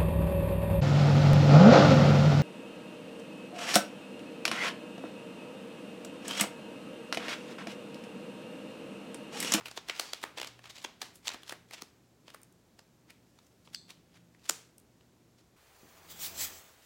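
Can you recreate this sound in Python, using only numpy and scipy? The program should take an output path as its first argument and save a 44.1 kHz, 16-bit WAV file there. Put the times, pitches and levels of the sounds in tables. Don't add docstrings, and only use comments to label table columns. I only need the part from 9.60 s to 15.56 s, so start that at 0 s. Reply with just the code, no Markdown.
import sys
import numpy as np
from scipy import signal
from scipy.fft import rfft, irfft, next_fast_len
from scipy.io import wavfile
from scipy.ndimage import map_coordinates

SR = 44100
rng = np.random.default_rng(int(sys.argv[2]) if len(sys.argv) > 2 else 0)


def digitize_waveform(pressure):
    field = np.atleast_2d(pressure).T
    bounded = np.clip(field, -1, 1)
    quanta = np.round(bounded * 32767).astype(np.int16)
    wavfile.write(sys.argv[1], SR, quanta)


N = 263012

HAND_ROOM_DB, TABLE_ROOM_DB = 0.5, -3
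TICK_T60_S = 0.019
LIGHT_SLAP_DB = -12.5

# (time [s], level [dB], chatter t60 [s],
# flex pitch [Hz], slap [dB], edge [dB], slide-in level [dB], room send [dB])
PACKET_CLAPS = [(0.057, -29.5, 0.07, 2600, -11, -11, -56, 2),
                (0.1751, -28, 0.026, 3570, -2, -21, -41, -1.5),
                (0.2969, -20.5, .022, 2160, -14, -21, -48, 1.5),
                (0.3971, -21, 0.015, 4300, -5.5, -7, -46, 2.5),
                (.534, -24, 0.01, 3390, -9.5, -11.5, -60, 0),
                (0.6387, -24.5, 0.0097, 1240, -7, -12.5, -37.5, 0.5),
                (0.7752, -34, 0.028, 3200, -1.5, -16, -58, 2),
                (1.2472, -26.5, 0.019, 3370, -3, -29, -39, -1.5),
                (1.417, -26.5, 0.027, 4040, -7, -11.5, -53, 2.5),
                (1.6809, -20, .0026, 4570, -25, -37, -38.5, -18),
                (1.7445, -35, 0.023, 1730, -1.5, -15, -42.5, 1),
                (1.923, -31, .022, 1700, -3, -9, -47, -2.5), (2.221, -34.5, 0.011, 5050, -4, -6, -50, -1.5)]


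def packets(deck_hz=402, deck_t60=0.02, deck_lag_s=0.00303, deck_db=-10.5):
    contacts, strokes, pushes = [], [], []
    for s, db, t60, flex_hz, slap_db, edge_db, slide_db, room_db in PACKET_CLAPS:
        contacts.append((s, db, t60, flex_hz, slap_db, edge_db, room_db))
        strokes.append(slide_in(s, slide_db))
        pushes.append((s + deck_lag_s, db + slap_db + deck_db, deck_hz, deck_t60))
    return contacts, strokes, pushes


def spill(start_s=0.7842, gap_s=0.0155, count=5, db=-28, taper_db=5.5, flex_hz=3200):
    t60, slap_db, edge_db = 0.012, -6, -13
    levels = db - taper_db * np.abs(np.linspace(-1, 1, count))
    return [(start_s + k * gap_s, level, t60, flex_hz, slap_db, edge_db, HAND_ROOM_DB)
            for k, level in enumerate(levels)]


SNAP_S, SNAP_DB = 4.8968, -16
# (time before the snap [s], level relative to it [dB], chatter t60 [s], slap [dB], edge [dB])
SNAP_LANDING = [(.0035, -10.5, .0012, -20.5, -8), (0.00079, -6.5, 0.0034, -8, -0.5),
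                (0.00017, -1, 0.0077, -9, -9.5)]


def snap(flex_hz=7200, slide_db=-48):
    contacts = [(SNAP_S - early, SNAP_DB + db, t60, flex_hz, slap_db, edge_db, TABLE_ROOM_DB)
                for early, db, t60, slap_db, edge_db in SNAP_LANDING]
    return contacts, [slide_in(SNAP_S, slide_db)]


# (pitch [Hz], level relative to the snap [dB], t60 [s])
TABLE_MODES = [(173, -42, .3), (345, -19, 0.028), (450, -35.5, 0.27)]


def table_top(lag_s=0.00287):
    return [(SNAP_S + lag_s, SNAP_DB + db, hz, t60) for hz, db, t60 in TABLE_MODES]


FLICK_S = 4.1468


def flick(db=-30.5, t60=0.013, flex_hz=4850, slap_db=-25, edge_db=-11, room_db=-8, slide_db=-49.5):
    return [(FLICK_S, db, t60, flex_hz, slap_db, edge_db, room_db)], [slide_in(FLICK_S, slide_db)]


# (centre [Hz], width [Hz], level [dB])
FLICK_BANDS = [(3540, 200, -58.5), (4350, 360, -50), (4870, 131, -60), (6200, 530, -62), (7850, 620, -60.5)]


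def flick_ring(t60=0.36, attack_s=0.0015, twang_hz=4650, twang_db=-25, twang_s=0.00082, lag_s=0.00124):
    out, t = np.zeros(N), np.arange(-SR // 100, SR // 2) / SR
    after = np.maximum(t, 0)
    twang = amp(twang_db) * np.exp(-np.abs(t) / twang_s) * np.sin(2 * np.pi * twang_hz * t)
    ring = sum(amp(db) * noise_band(hz, width, len(t)) for hz, width, db in FLICK_BANDS)
    envelope = amp(-60 * after / t60) * (1 - np.exp(-after / attack_s))
    add(out, FLICK_S + lag_s + t[0], twang + ring * envelope)
    return out


# (time [s], level [dB], flex pitch [Hz], slap [dB], edge [dB])
LIGHT_TICKS = [(.0097, -40.5, 1030, -9.5, -19), (.0828, -36, 2530, -10, -11), (.113, -39, 5000, -3, -7),
               (0.2861, -32.5, 2800, -7, -11), (0.8727, -34, 4960, -14, -15), (.992, -45.5, 1830, -6, -13),
               (1.041, -44.5, 2790, -7, -18), (1.0565, -41.5, 2760, -5, -16), (1.4277, -37, 960, -6, -7),
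               (1.672, -26, 3450, -15.5, -14), (1.6905, -28.5, 3800, -7, -17),
               (1.8331, -41.5, 3130, -9, -9), (1.895, -31.5, 3660, -7, -7.5), (1.9077, -39, 1440, -10, -10),
               (2.1102, -40.5, 2160, -7, -9), (2.1345, -39.5, 3740, -4, -6),
               (2.6807, -42.5, 2850, -2.5, -22), (2.7026, -44.5, 2880, -17, -10),
               (2.7456, -38, 1130, -9.5, -6), (3.1914, -46.5, 5100, -1, -10), (3.505, -45, 2600, -25, -4.5),
               (3.7882, -51.5, 3700, -2, -12), (4.0748, -49.5, 2980, 0.5, -32),
               (4.3047, -39, 3850, -12.5, -9), (4.748, -53.5, 1930, -13, -29),
               (5.4091, -57.5, 3330, -4, -33)]


def light_ticks(slide_db=-17.5):
    contacts = [(s, db, TICK_T60_S, flex_hz, slap_db, edge_db, HAND_ROOM_DB)
                for s, db, flex_hz, slap_db, edge_db in LIGHT_TICKS]
    return contacts, [slide_in(s, db + slide_db) for s, db, *_ in LIGHT_TICKS]


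# (time [s], level [dB])
NAIL_CLICKS = [(2.8171, -54), (2.8328, -46), (2.9253, -59.5), (5.182, -46.5), (5.2, -56)]


def fingernails(t60=0.01, flex_hz=8700, edge_db=12):
    return [(s, db - edge_db, t60, flex_hz, LIGHT_SLAP_DB, edge_db, TABLE_ROOM_DB)
            for s, db in NAIL_CLICKS]


# (peak time [s], swell and fade time [s], level [dB], flex pitch [Hz], edge hiss [dB])
CARD_RUBS = [(.02, 0.026, -53, 1500, -17), (.372, .042, -45, 3200, -13.5), (.488, 0.04, -48, 4460, -24),
             (.782, .006, -35.5, 2370, -17), (.85, 0.036, -51, 2810, -17), (1.068, 0.021, -51, 2490, -16),
             (1.103, 0.0057, -42.5, 3800, -13), (1.183, 0.024, -45.5, 4000, -15),
             (1.455, 0.023, -57, 3400, -5), (1.5584, .012, -59, 7510, 4.5),
             (1.708, 0.021, -40.5, 2280, -24), (1.882, .016, -48, 4200, -12),
             (2.136, 0.0081, -40, 3370, -14), (2.182, .012, -47.5, 2640, -26), (2.69, .016, -57, 2620, -13),
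             (3.501, 0.0076, -52.5, 2200, -18), (3.83, 0.15, -71.5, 5470, -5),
             (4.06, 0.032, -64.5, 4560, -7), (4.301, .006, -48, 3050, -11),
             (4.555, .02, -57.5, 2390, -11.5), (4.862, 0.025, -52, 3800, -10),
             (5.792, .013, -63.5, 4240, -12.5)]


def rubs(loose_count=4, loose_db=-3, spread_db=3.5, scatter=1.4):
    contacts, strokes = [], []
    for s, length, db, flex_hz, edge_db in CARD_RUBS:
        strokes.append((s, length, length, db, flex_hz, edge_db))
        times = s + scatter * length * rng.uniform(-1, 1, loose_count)
        levels = db + loose_db + spread_db * rng.standard_normal(loose_count)
        for when, level in zip(times, levels):
            contacts.append((when, level, TICK_T60_S, flex_hz, LIGHT_SLAP_DB, edge_db, HAND_ROOM_DB))
    return contacts, strokes


def squeak(peak_s=0.49, spread_s=0.056, hz=4560, width_hz=240, db=-58):
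    out, t = np.zeros(N), np.arange(-SR // 5, SR // 5) / SR
    swell = np.exp(-(t / spread_s) ** 2)
    add(out, peak_s + t[0], amp(db) * swell * noise_band(hz, width_hz, len(t)))
    return out


# (frequency [Hz], level [dB])
FLEX_SPECTRUM = [(251, -17.5), (901, 0), (2201, 2), (5001, -0.5), (7801, -2.5), (8501, -13), (16001, -18)]
SLAP_SPECTRUM = [(110, -38), (240, -10), (380, -2), (600, 0), (1000, -0.5), (1500, -9), (3000, -32),
                 (8000, -52.5)]
EDGE_SPECTRUM = [(2001, -41), (5501, -6.5), (7501, -8.5), (8601, 1.5), (10801, -3.5), (13001, -5.5),
                 (16001, -7)]


def card(push, flex_hz, slap_db, edge_db, broad_q, peak_gain, peak_q=7, lag_s=0.000812):
    hz = np.fft.rfftfreq(len(push), 1 / SR) + 1
    detune = hz / flex_hz - flex_hz / hz
    resonance = 1 / (1 + 1j * broad_q * detune) + peak_gain / (1 + 1j * peak_q * detune)
    stiffness = (flex_hz / 3200) ** 0.52
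    drive = rfft(push)
    bend = unit(drive * resonance * amp(along(FLEX_SPECTRUM, hz)))
    slap = amp(slap_db) * unit(drive * amp(along(SLAP_SPECTRUM, hz / stiffness)))
    edge = amp(edge_db) * unit(drive * amp(along(EDGE_SPECTRUM, hz)))
    travel = np.exp(-4j * np.pi * lag_s * np.sqrt(1000 * hz))
    return irfft((bend + slap + edge) * travel, len(push))


def clicks(contacts, strike=3.32, scuff=0.52, scuff_s=0.0014, lead_s=0.00017, trim_db=-1.26):
    direct, diffuse = np.zeros(N), np.zeros(N)
    t = np.arange(-400, 1648) / SR
    impulse = 1.0 * (t == 0)
    for s, db, t60, flex_hz, slap_db, edge_db, room_db in contacts:
        force = np.where(t < 0, scuff * np.exp(-np.abs(t) / scuff_s), amp(-60 * np.abs(t) / t60))
        push = force * rng.standard_normal(len(t)) + strike * impulse
        gain = amp(db + trim_db) * np.sqrt(SR / 1000)
        start = s - lead_s + t[0]
        add(direct, start, gain * card(push, flex_hz, slap_db, edge_db, broad_q=1.03, peak_gain=0.95))
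        thrown = card(impulse, flex_hz, slap_db, edge_db, broad_q=0.84, peak_gain=0.39)
        add(diffuse, start, room(gain * amp(room_db) * thrown))
    return direct, diffuse


def slide_in(s, db, lead_s=0.003, rise_s=0.0096, fall_s=0.0032, flex_hz=3400, edge_db=-8.5):
    return (s - lead_s, rise_s, fall_s, db, flex_hz, edge_db)


def slides(strokes, grain_db=3, clump_db=3.5, slap_db=-11, trim_db=-4.5):
    direct, diffuse = np.zeros(N), np.zeros(N)
    t = np.arange(-8192, 8192) / SR
    for s, rise, fall, db, flex_hz, edge_db in strokes:
        envelope = np.exp(-np.abs(t / np.where(t < 0, rise, fall)) ** 0.91)
        friction = envelope * rng.standard_normal(len(t))
        grains = amp(grain_db * wobble(850, len(t)) + clump_db * wobble(168.4, len(t)))
        gain = amp(db + trim_db) * np.linalg.norm(envelope)
        rub = gain * card(friction * grains, flex_hz, slap_db, edge_db, broad_q=0.71, peak_gain=0.3)
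        add(direct, s + t[0], rub)
        add(diffuse, s + t[0], room(rub))
    return direct, diffuse


# (time [s], level [dB], pitch [Hz], t60 [s])
HAND_BUMPS = [(1.7421, -59, 60, .1), (2.2246, -32, 348, 0.01), (4.3762, -54, 167, 0.16)]


def knocks(pushes, attack_s=0.0004):
    out, t = np.zeros(N), np.arange(SR // 3) / SR
    for s, db, hz, t60 in pushes + HAND_BUMPS:
        envelope = amp(db - 60 * t / t60) * (1 - np.exp(-t / attack_s))
        low_cut = signal.butter(2, hz / 2, "high", fs=SR)
        add(out, s, signal.lfilter(*low_cut, envelope * np.sin(2 * np.pi * hz * t)))
    return out


# (delay [s], level [dB])
WALL_ECHOES = [(0.01, -30), (0.012, -13), (0.016, -23.5), (.0216, -36)]


def walls(direct, trim_db=-3):
    out = np.zeros(N)
    for delay, db in WALL_ECHOES:
        add(out, delay, amp(db + trim_db) * direct)
    return out


# (frequency [Hz], t60 [s])
ROOM_DECAY = [(201, 1), (601, 0.4), (2001, 0.48), (6001, 0.35), (14001, 0.3)]


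def room(x, tail_db=-11, onset_s=0.0077):
    hz, t = np.fft.rfftfreq(256, 1 / SR), np.arange(112) * 128 / SR
    decay = amp(-60 * t / along(ROOM_DECAY, hz)[:, None])
    build_up = 1 - np.exp(-(t / onset_s) ** 2)
    real, imaginary = rng.standard_normal((2,) + decay.shape)
    tail = signal.istft((real + 1j * imaginary) * decay * build_up, SR, nperseg=256)[1]
    return amp(tail_db) * signal.fftconvolve(x, tail / np.linalg.norm(tail))


# (frequency [Hz], relative level [dB])
FLOOR_SPECTRUM = [(26, -21), (41, -10.5), (61, 0), (151, 1), (321, 0.5), (451, -5), (701, -9.5),
                  (1201, -15.5), (3001, -20), (7501, -21), (9001, -26.5), (15001, -28)]


def room_tone(rms_db=-65.68):
    noise = filtered(rng.standard_normal(N), lambda hz: amp(along(FLOOR_SPECTRUM, hz)))
    return amp(rms_db) * unit(noise)


# (frequency [Hz], level [dB])
HUM_TONES = [(119.8, -75), (172, -78), (242, -80)]


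def mains_hum(waver_db=5, drift_rad=0.98):
    out, t = np.zeros(N), np.arange(N) / SR
    for hz, db in HUM_TONES:
        gain = amp(db + waver_db * wobble(4.07, N))
        phase = 2 * np.pi * hz * t + drift_rad * wobble(3.23, N)
        out += gain * unit(np.sin(phase))
    return out


def amp(db):
    return 10 ** (np.asarray(db) / 20)


def unit(x):
    return x / np.sqrt(np.mean(np.abs(x) ** 2) + 1e-20)


def along(points, hz):
    frequencies, values = np.transpose(points)
    return np.interp(np.log(hz + 1), np.log(frequencies + 1), values)


def wobble(rate, size):
    knots = rng.standard_normal(int(size * rate / SR) + 4)
    return map_coordinates(knots, [np.arange(size) * rate / SR])


def filtered(x, response):
    size = next_fast_len(len(x) + 2048)
    return irfft(rfft(x, size) * response(np.fft.rfftfreq(size, 1 / SR)), size)[:len(x)]


def noise_band(hz, width_hz, size):
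    return unit(filtered(rng.standard_normal(size), lambda f: 1 / (1 + (2 * (f - hz) / width_hz) ** 2)))


def add(track, s, x):
    i = round(s * SR)
    x, i = x[max(-i, 0):], max(i, 0)
    track[i:i + len(x)] += x[:max(len(track) - i, 0)]


def scene():
    claps, packet_slides, deck_pushes = packets()
    flicks, flick_slides = flick()
    snaps, snap_slides = snap()
    ticks, tick_slides = light_ticks()
    loose_ticks, long_slides = rubs()
    contacts = claps + flicks + snaps + spill() + ticks + fingernails() + loose_ticks
    strokes = packet_slides + flick_slides + snap_slides + tick_slides + long_slides
    close_clicks, room_clicks = clicks(contacts)
    close_slides, room_slides = slides(strokes)
    direct = close_clicks + close_slides + knocks(deck_pushes + table_top())
    reflected = walls(direct) + room_clicks + room_slides
    return (direct + reflected + flick_ring() + squeak() + room_tone() + mains_hum())[None]


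def record(dry, top_hz=16150):
    return np.array([filtered(channel, lambda hz: 1 / np.sqrt(1 + (hz / top_hz) ** 160))
                     for channel in dry])


dry = scene()
out = record(dry)
digitize_waveform(out)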